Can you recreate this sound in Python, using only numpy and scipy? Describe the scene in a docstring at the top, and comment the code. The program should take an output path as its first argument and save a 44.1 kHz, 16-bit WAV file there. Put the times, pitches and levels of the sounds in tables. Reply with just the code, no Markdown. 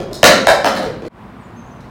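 """A toy goal of hollow plastic tubes tips off a sofa with soft bumps, hits the floor, bounces twice
and rattles to rest. The bare walls of a living room throw each blow back, and the loudest blows
clip. The sound cuts off just after one second; the quiet room fades in, with faint thin
whistles like distant birds and one tiny tick."""
import sys
import numpy as np
from scipy import signal
from scipy.fft import rfft, irfft
from scipy.io import wavfile
from scipy.ndimage import uniform_filter1d

SR = 44100
rng = np.random.default_rng(int(sys.argv[2]) if len(sys.argv) > 2 else 0)


def wrap_up_sound(samples):
    """Save the sound to the file named by the first command line argument, as 16-bit audio."""
    columns = np.atleast_2d(samples).T
    # keep every value between -1 and 1, then stretch to whole-number steps
    tamed = np.clip(columns, -1, 1)
    steps = np.round(tamed * 32767).astype(np.int16)
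    wavfile.write(sys.argv[1], SR, steps)


N = 83790
SIZE = 2 ** 15  # samples per ring or room response

# spectrum of a light click (frequency [Hz], level [dB])
TICK_SPECTRUM = [(100, -29.5), (1500, -13), (3200, -13.5), (3900, 6), (6000, 0), (10000, -8.5),
                 (15000, -17)]


def floor_blows(treble_hz=3000, lag_at_1khz_s=0.0022):
    """Each blow, or bright slap just after the first, cracks, knocks and rings; lows trail highs."""
    # (time [s], level [dB], knock pitch [Hz], knock [dB], treble shelf [dB], direct path [dB])
    blows = [(0.2294, -6.5, 587, 3, -10, 6.5), (0.2400, -6, 622.4, -4.5, 9.5, 5),
             (0.262, -9.5, 630, -9.5, 5, -29), (0.4692, -8, 678, 6.5, -1, -0.5),
             (0.644, -14.5, 707, 2.5, 4, -2.5), (0.7522, -18, 699, 2.5, -3.5, -4.5),
             (0.812, -27, 570, -1.5, -6.5, -12)]
    # hard contact (frequency [Hz], level [dB])
    crack_spectrum = [(40, -34.5), (100, -24), (175, 3), (380, -7), (900, -1.5), (1450, 3.5), (2500, -7),
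                      (4300, -8.5), (8000, -21.5), (15000, -29)]
    hz, out = freqs(), np.zeros(N)
    dispersion = np.exp(-4j * np.pi * lag_at_1khz_s * np.sqrt(1000 * hz))  # bending waves
    shelf = hz ** 2 / (hz ** 2 + treble_hz ** 2)
    for time_s, db, knock_hz, knock_db, treble_db, direct_db in blows:
        knock = undb(1 + knock_db) * tube_knock(knock_hz)
        ring = undb(-4.5) * frame_ring()
        crack = undb(3.5) * burst(crack_spectrum, t60_s=0.015)
        hit = colour(crack + knock + ring, treble_db * shelf)
        hit = irfft(rfft(hit, 2 * SIZE) * dispersion)[:SIZE]
        out += undb(db) * place(in_room(hit, direct_db), time_s)
    return out


def tube_knock(hz, rise_s=0.00051, t60_s=0.02):
    """Hollow knock with a soft onset, rising over about half a millisecond."""
    t = np.arange(SIZE) / SR
    swell = 1 - np.exp(-t / rise_s)
    return unit_energy(np.sin(2 * np.pi * hz * t) * swell * decay(t60_s))


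def frame_ring(detune=0.017):
    """Damped modes; each contact detunes them and sets their signs at random."""
    # frame modes (frequency [Hz], level [dB], t60 [s])
    modes = [(528.7, -1.5, 0.51), (591, -0.5, 0.18), (644, -6.5, .2), (716.5, -1.5, 0.091), (877, -8, 0.11),
             (1134.3, -9, 0.086), (1352, -6, .18), (1442, -16, 0.25), (1695, -14, 0.09),
             (1962, -15.5, 0.16), (2630, -21, .1), (3050, -20, .08), (3880, -18.5, .08)]
    t, ring = np.arange(SIZE) / SR, np.zeros(SIZE)
    for hz, db, t60_s in modes:
        shift, side = rng.standard_normal(2)
        tone = np.sin(2 * np.pi * hz * (1 + detune * shift) * t)
        ring += np.sign(side) * undb(db) * unit_energy(tone * decay(t60_s))
    return ring


def sofa_bumps():
    """Soft thuds against the upholstery."""
    # (time [s], level [dB])
    bumps = [(0.001, -17.5), (0.112, -24.5), (0.86, -18), (1.021, -26), (1.050, -23.5)]
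    # soft contact (frequency [Hz], level [dB])
    thud_spectrum = [(40, -7.5), (120, -12), (250, -10.5), (450, -0.5), (650, -5), (1000, -23),
                     (2000, -28.5), (5000, -35.5), (15000, -60)]
    return sum(undb(db) * place(burst(thud_spectrum, t60_s=0.053), time_s) for time_s, db in bumps)


def joint_clicks():
    """Light clicks of the frame's joints."""
    # (time [s], level [dB])
    clicks = [(0.003, -41.5), (0.1311, -27), (0.1536, -35), (0.4887, -18), (0.6631, -24), (0.773, -33),
              (0.831, -36.5), (1.0513, -57.5), (1.0654, -45.5)]
    return sum(undb(db) * place(burst(TICK_SPECTRUM, t60_s=0.017), time_s) for time_s, db in clicks)


def in_room(x, direct_db):
    """Direct path, wall reflections smeared by furniture, diffuse tail."""
    # first reflections (delay [s], level [dB])
    echoes = [(0.01, -6), (.0148, -9), (0.0191, -5.5), (0.028, -7)]
    response = np.zeros(SIZE)
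    response[0] = undb(direct_db)
    for delay_s, db in echoes:
        smear = unit_energy(rng.standard_normal(SIZE) * decay(t60_s=0.012))
        response += undb(db) * place(smear, delay_s, size=SIZE)
    return convolve(x, response + undb(2.5) * room_tail())


def room_tail(delay_s=0.004, build_s=0.0084):
    """Diffuse reverberation that builds quickly and loses its treble first."""
    # room decay (frequency [Hz], t60 [s])
    bands = [(100, 0.54), (300, 1), (700, 0.47), (1500, 0.55), (4000, 0.53), (8000, 0.39), (15000, 0.25)]
    centres_hz, t60s = np.array(bands).T
    spectrum, hz = rfft(rng.standard_normal(SIZE)), freqs(SIZE // 2)
    tail = np.zeros(SIZE)
    for t60_s, weights in zip(t60s, np.eye(len(bands))):
        band_gain = log_interp(list(zip(centres_hz, weights)), hz)
        tail += irfft(spectrum * band_gain) * decay(t60_s)
    build = 1 - np.exp(-np.arange(SIZE) / SR / build_s)
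    return unit_energy(place(tail * build, delay_s, size=SIZE))


def whistles(tail, arch=0.053, waver_depth=0.014, wet_db=-3):
    """Faint arched, wavering whistles that linger in the room."""
    # (time [s], length [s], top pitch [Hz], level [dB])
    notes = [(1.395, .04, 8200, -61), (1.426, 0.047, 7000, -59.5), (1.555, 0.064, 6370, -53),
             (1.644, 0.067, 6780, -61), (1.705, 0.034, 6180, -53.5)]
    t, out = np.arange(N) / SR, np.zeros(N)
    waver = uniform_filter1d(rng.standard_normal(N), size=100)
    waver /= np.std(waver)
    for time_s, length_s, top_hz, db in notes:
        position = np.clip(2 * (t - time_s) / length_s - 1, -1, 1)
        pitch_hz = top_hz * (1 - arch * position ** 2 + waver_depth * waver)
        out += undb(db) * (1 - position ** 2) * np.sin(2 * np.pi * np.cumsum(pitch_hz) / SR)
    return out + undb(wet_db) * convolve(out, tail)


def lone_tick(tail):
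    """One tiny tick and its reverberation."""
    tick = undb(-26.5) * place(burst(TICK_SPECTRUM, t60_s=0.053), time_s=1.806)
    return tick + convolve(tick, tail)


def room_noise(rms_db=-35.5):
    """Low steady background noise."""
    # (frequency [Hz], relative density [dB])
    noise_spectrum = [(15, -55), (25, -27.5), (49, -1.5), (90, -9.5), (115, 1.5), (154, -4), (231, -1),
                      (286, -8), (373, -10.5), (488, -14), (1000, -12), (2930, -30.5), (6370, -46.5),
                      (8550, -47.5), (15000, -52.5)]
    noise = colour(rng.standard_normal(N), log_interp(noise_spectrum, freqs(N)))
    return undb(rms_db) * noise / np.std(noise)


def burst(spectrum, t60_s):
    """Short contact: coloured, fast-decaying noise."""
    noise = rng.standard_normal(SIZE) * decay(t60_s)
    return unit_energy(colour(noise, log_interp(spectrum, freqs())))


def colour(x, gain_db):
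    """Minimum-phase filter, one gain per bin."""
    n, cepstrum = len(x), irfft(np.log(undb(gain_db)))
    cepstrum[1:n] *= 2
    cepstrum[n + 1:] = 0
    return irfft(rfft(x, 2 * n) * np.exp(rfft(cepstrum)))[:n]


def log_interp(points, hz):
    """Interpolate (Hz, value) points over log frequency."""
    points_hz, values = np.array(points).T
    return np.interp(np.log(hz + 1e-9), np.log(points_hz), values)


def freqs(size=SIZE):
    """Bin frequencies [Hz] of an FFT of 2 * size samples."""
    return np.arange(size + 1) * SR / (2 * size)


def place(x, time_s, size=N):
    """Start x at time_s in silence."""
    return np.concatenate([np.zeros(int(time_s * SR)), x, np.zeros(size)])[:size]


def decay(t60_s):
    return np.exp(-np.log(1000) * np.arange(SIZE) / SR / t60_s)


def convolve(x, response):
    return signal.fftconvolve(x, response)[:N]


def unit_energy(x):
    return x / np.sqrt(np.sum(x ** 2))


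def undb(db):
    return 10 ** (np.asarray(db) / 20)


def scene(toy_db=22, cut_s=1.085, fade_out_s=0.003, fade_in_s=0.12):
    """The fall, cut short; then the quiet room fades in."""
    t, tail, noise = np.arange(N) / SR, room_tail(), room_noise()
    tick, bumps, clicks = lone_tick(tail), sofa_bumps(), joint_clicks()
    toy = floor_blows() + in_room(bumps, direct_db=2) + in_room(clicks, direct_db=-0.5)
    fall = undb(toy_db) * toy + noise
    quiet = noise + whistles(tail) + tick
    fall_gain = np.clip((cut_s - t) / fade_out_s, 0, 1)
    quiet_gain = np.clip((t - cut_s) / fade_in_s, 0.1, 1)
    return (fall * fall_gain + quiet * quiet_gain)[None]


def record(dry, knee=15, low_cut_hz=30, high_cut_hz=15900):
    """The loud blows clip at full scale; deep bass and top treble are cut."""
    clipped = dry / (1 + np.abs(dry) ** knee) ** (1 / knee)
    highpass = signal.butter(2, low_cut_hz, "high", fs=SR, output="sos")
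    lowpass = signal.ellip(8, 0.2, 70, high_cut_hz, fs=SR, output="sos")
    return signal.sosfilt(lowpass, signal.sosfilt(highpass, clipped))


dry = scene()
out = record(dry)
wrap_up_sound(out)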